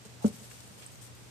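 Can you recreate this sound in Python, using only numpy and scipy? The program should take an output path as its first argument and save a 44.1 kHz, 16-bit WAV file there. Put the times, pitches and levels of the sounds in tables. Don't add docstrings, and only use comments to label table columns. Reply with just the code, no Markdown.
import sys
import numpy as np
from scipy import signal
from scipy.fft import rfft, irfft
from scipy.io import wavfile

SR = 44100
rng = np.random.default_rng(int(sys.argv[2]) if len(sys.argv) > 2 else 0)


def digitize_waveform(pressure):
    field = np.atleast_2d(pressure).T
    bounded = np.clip(field, -1, 1)
    quanta = np.round(bounded * 32767).astype(np.int16)
    wavfile.write(sys.argv[1], SR, quanta)


N = 57330

AIR_DB, AIR_BASS_PAN_DB, AIR_BASS_HZ = -51, 5, 111
HUM_HZ, HUM_DB, HUM_WAVER, HUM_PAN_DB, HUM_LAG_S = 120.6, -55, 0.21, 2, 0.0012
ROOM_DELAY_S, THUMP_ROOM_DB, RUSTLE_ROOM_DB = .03, -20.5, -16.5
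TUBE_START_S, TUBE_LENGTH_S, TUBE_HZ, TUBE_WIDTH_HZ, TUBE_DB = .205, 0.066, 806, 106, -49
SCUFF_RISE, SCUFF_RELEASE = 0.13, 0.82
CRACKS_PER_S, CRACK_SPREAD_DB, SNAP_RISE_S = 2300, 0.5, .0011
FLAKE_COLOUR_DB, FLAKE_WIDTH_HZ = 2, 312.4
HARDNESS_PIVOT_HZ, LEFT_LAG_S = 207, 0.00057
KNOCK_DB, KNOCK_T60_S = -35, 0.029
CONTACT_DB, CONTACT_S, CONTACT_DELAY_S = -36.5, .00045, 0.00089
LOW_CUT_HZ, CUTOFF_HZ = 62.7, 14350


def amp(db):
    return 10 ** (np.asarray(db) / 20)


def unit(x):
    return x / np.sqrt(np.mean(x ** 2) + 1e-20)


def pan(db):
    return amp(np.array([[.5], [-.5]]) * db)


def read(points, hz, column=1):
    table = np.array(points, float)
    return np.interp(np.log(hz + 1), np.log(table[:, 0] + 1), table[:, column])


def colour(x, curve):
    n = x.shape[-1]
    return irfft(rfft(x) * amp(curve(np.fft.rfftfreq(n, 1 / SR))), n)


def add(mix, s, sound):
    part = mix[:, max(round(s * SR), 0):][:, :sound.shape[1]]
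    part += sound[:, :part.shape[1]]


def room_tone():
    # f/Hz, level/dB
    spectrum = [(20, -8), (38, -6), (60, -2), (100, 0.5), (145, -2), (200, -4.5), (300, -9), (500, -10.5),
                (1000, -15.5), (2000, -17), (4000, -19), (8500, -19), (14500, -27.5)]
    # f/Hz, correlation
    likeness = [(30, .1), (60, .2), (130, 0.097), (290, 0.35), (630, 0.003), (1500, 0.0059)]
    hz = np.fft.rfftfreq(N, 1 / SR)
    left, independent = rfft(rng.standard_normal((2, N)))
    same = read(likeness, hz)
    right = same * left + np.sqrt(1 - same ** 2) * independent
    ports = np.array([left, right]) * pan(AIR_BASS_PAN_DB / (1 + (hz / AIR_BASS_HZ) ** 2))
    return amp(AIR_DB) * unit(irfft(ports * amp(read(spectrum, hz)), N))


def mains_hum():
    waver = unit(colour(rng.standard_normal(N), lambda f: -20 * np.log10(1 + (f / 5) ** 4)))
    t = np.arange(N) / SR - np.array([[HUM_LAG_S], [0]])
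    hum = unit((1 + HUM_WAVER * waver) * np.sin(2 * np.pi * HUM_HZ * t))
    return amp(HUM_DB) * pan(HUM_PAN_DB) * hum


def room_tail(x):
    # f/Hz, t60/s
    decay = [(100, 0.26), (220, 0.3), (450, 0.11), (2000, 0.11), (10000, 0.15)]
    hz, t, noise = signal.stft(rng.standard_normal((2, SR // 2)), SR, nperseg=256)
    tail = signal.istft(noise * amp(-60 * t / read(decay, hz)[:, None]), SR, nperseg=256)[1]
    tail[1] = tail[0] + colour(tail[1] - tail[0], lambda f: 20 * np.log10((f + 1) / (f + 600)))
    out = np.zeros((2, N))
    add(out, ROOM_DELAY_S, signal.fftconvolve(x, tail / np.linalg.norm(tail[0]), axes=1))
    return out


def wall_echoes(x):
    # delay/s, level/dB
    reflections = [(0.0187, -11), (.0385, -32.5), (0.052, -28.6), (0.0668, -31)]
    out = np.zeros((2, N))
    for s, db in reflections:
        add(out, s, amp(db) * x)
    return out


def tube():
    progress = np.clip((np.arange(N) / SR - TUBE_START_S) / TUBE_LENGTH_S, 0, 1)
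    scrape = rng.standard_normal((2, N))
    ring = colour(scrape, lambda f: -20 * np.log10(1 + ((f - TUBE_HZ) / TUBE_WIDTH_HZ) ** 2))
    return amp(TUBE_DB) * unit(ring) * np.sin(np.pi * progress)


def scuff(length, db, tilt_db, side_db):
    # f/Hz, level/dB
    shavings = [(100, -40), (500, -7), (1500, -11.5), (3000, -5), (5000, -3), (7000, -0.5), (8800, 4.5),
                (11000, -0.5), (14500, -3.5)]
    n = SR // 4
    sizes = amp(CRACK_SPREAD_DB * np.minimum(rng.exponential(1, n), 4))
    cracking = rng.random(n) < CRACKS_PER_S / SR
    cracks = unit(sizes * cracking * rng.standard_normal((2, n)))
    rubbing = rng.standard_normal((2, n))
    flakes_db = FLAKE_COLOUR_DB * rng.standard_normal(256)
    rustle = colour(cracks + rubbing, lambda f: read(shavings, f) + tilt_db * np.log2(f + 1)
                    + np.interp(f / FLAKE_WIDTH_HZ, np.arange(len(flakes_db)), flakes_db))
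    progress = np.arange(n) / SR / length
    swell = np.clip(np.minimum(progress / SCUFF_RISE, (1 - progress) / SCUFF_RELEASE), 0, 1) ** .5
    return unit(rustle) * swell * amp(db) * pan(side_db)


def snap(db, hz, octaves, t60, side_db):
    t = np.arange(SR // 10) / SR
    noise = rng.standard_normal((2, len(t)))
    burst = unit(colour(noise, lambda f: -20 * np.log10(1 + (np.log2((f + 1) / hz) / octaves) ** 2)))
    envelope = (1 - np.exp(-t / SNAP_RISE_S)) * amp(-60 * t / t60)
    return burst * envelope * amp(db) * pan(side_db)


def bedding():
    # t/s, length/s, level/dB, tilt/(dB per octave), left-right/dB
    scuffs = [(0.048, 0.028, -50, -5, -1.5), (0.217, 0.097, -49.5, -1.5, 0.5),
              (0.252, 0.045, -43.5, -3.65, 3.5), (0.318, 0.17, -51, -1.5, 4.5), (0.427, 0.07, -49, -2, 3),
              (0.495, 0.15, -50.5, -2.5, 3.5), (0.614, 0.21, -55.5, 0, 3.5), (0.773, 0.14, -51, -2.5, 3.5),
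              (0.908, 0.09, -54.5, 3.5, 6), (1.01, 0.083, -49, -0.5, 6.5), (1.14, 0.16, -59.5, 8, 9)]
    # t/s, level/dB, f/Hz, half-width/octaves, t60/s, left-right/dB
    snaps = [(0.058, -58, 7150, .6, 0.013, 10), (0.263, -36, 7350, 0.32, 0.02, -9),
             (0.278, -36, 8000, 0.92, 0.025, 7), (0.282, -34.5, 9150, 0.11, 0.017, 4),
             (0.357, -39, 8300, 0.42, 0.013, -6), (0.363, -39, 12500, 0.46, 0.016, -4),
             (0.397, -49.5, 6700, 0.12, 0.06, -3), (0.5, -48, 8600, 0.3, 0.042, 10),
             (0.511, -43, 1880, 0.48, .035, -1), (0.604, -39.5, 6000, 1.5, 0.02, 7),
             (0.676, -41, 8550, 0.2, 0.011, 16), (0.821, -51, 2270, .9, 0.076, -10),
             (0.83, -52, 2450, 1.4, 0.095, 3), (0.8627, -33, 8430, .09, 0.024, -4),
             (0.876, -50, 9300, 0.12, .012, -3), (0.9, -46.5, 2980, 0.23, 0.022, -4),
             (0.955, -41.5, 7940, 0.8, 0.016, 6), (1.065, -43, 7000, 0.37, .018, 7),
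             (1.15, -46, 11000, .7, 0.019, 8)]
    out = np.zeros((2, N))
    for s, *row in scuffs:
        add(out, s, scuff(*row))
    for s, *row in snaps:
        add(out, s, snap(*row))
    return out


def footfall(db, hardness_db):
    # f/Hz, level/dB, t60/s, build-up/s, left-right/dB
    modes = [(97.6, -31.5, 0.12, 0.00098, 11), (158, -21, 0.021, 0.00059, -1),
             (213.6, 10.5, 0.045, .011, 1.5), (231.4, -19, 0.13, 0.0058, 0), (413, -8, 0.0494, 0.015, 5),
             (446.6, -19, 0.055, 0.00048, 3.5), (572, -17, 0.069, 0.0099, 2), (734, -45, 0.14, 0.0014, 2),
             (790, -48, 0.051, .001, 8), (822, -52, 0.1, 0.00091, 5), (1150, -47, 0.045, 0.0012, -2),
             (1310, -45, 0.05, 0.00078, 11)]
    # f/Hz, level/dB
    knock_colour = [(300, -4), (600, -3), (900, 4.5), (1400, 1), (2100, -12), (3500, -27), (12000, -37)]
    t = np.arange(SR // 2) / SR
    ring = np.zeros((2, len(t)))
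    for hz, level, t60, rise, side in modes:
        ratio = np.clip(hz / HARDNESS_PIVOT_HZ, .5, 4)
        age = np.maximum(t - np.array([[.5], [-.5]]) * LEFT_LAG_S / ratio, 0)
        swell = amp(-60 * age / t60) * (1 - np.exp(-age / rise)) ** 2
        gain = pan(side) * amp(level + hardness_db * np.log2(ratio))
        ring += gain * swell * np.sin(2 * np.pi * hz * age)
    knock = unit(colour(rng.standard_normal((2, len(t))), lambda f: read(knock_colour, f)))
    knock *= amp(KNOCK_DB - 60 * t / KNOCK_T60_S)
    contact_time = (t - CONTACT_DELAY_S) / CONTACT_S
    pressure_pulse = amp(CONTACT_DB) * (1 - 2 * contact_time ** 2) * np.exp(-contact_time ** 2)
    return amp(db) * (ring + knock + pressure_pulse)


def floorboard():
    # t/s, level/dB, hardness/(dB per octave)
    steps = [(0.056, -36, 7), (0.244, -1.5, 0.5), (0.41, -34, 1.5), (0.703, -40, -2), (0.826, -53.5, 11)]
    out = np.zeros((2, N))
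    for s, *row in steps:
        add(out, s, footfall(*row))
    return out


def scene():
    thump = floorboard()
    rustle = bedding() + tube()
    tail = room_tail(amp(THUMP_ROOM_DB) * thump + amp(RUSTLE_ROOM_DB) * rustle)
    return room_tone() + mains_hum() + tail + wall_echoes(thump) + rustle + thump


def record(dry):
    # f/Hz, left/dB, right/dB
    response = [(3860, -1, -0.5), (8600, -2.5, -0.5), (9380, -1, -4.5), (10150, -11.5, -35),
                (10500, -5, -11), (11900, -2.5, -5), (14400, -5, -9)]
    thinned = signal.sosfilt(signal.butter(4, LOW_CUT_HZ, "high", fs=SR, output="sos"), dry)
    heard = colour(thinned, lambda f: np.array([read(response, f, 1), read(response, f, 2)]))
    band_limit = signal.firwin(511, CUTOFF_HZ, window=("kaiser", 9), fs=SR)
    return signal.oaconvolve(heard, band_limit[None], "same")


dry = scene()
out = record(dry)
digitize_waveform(out)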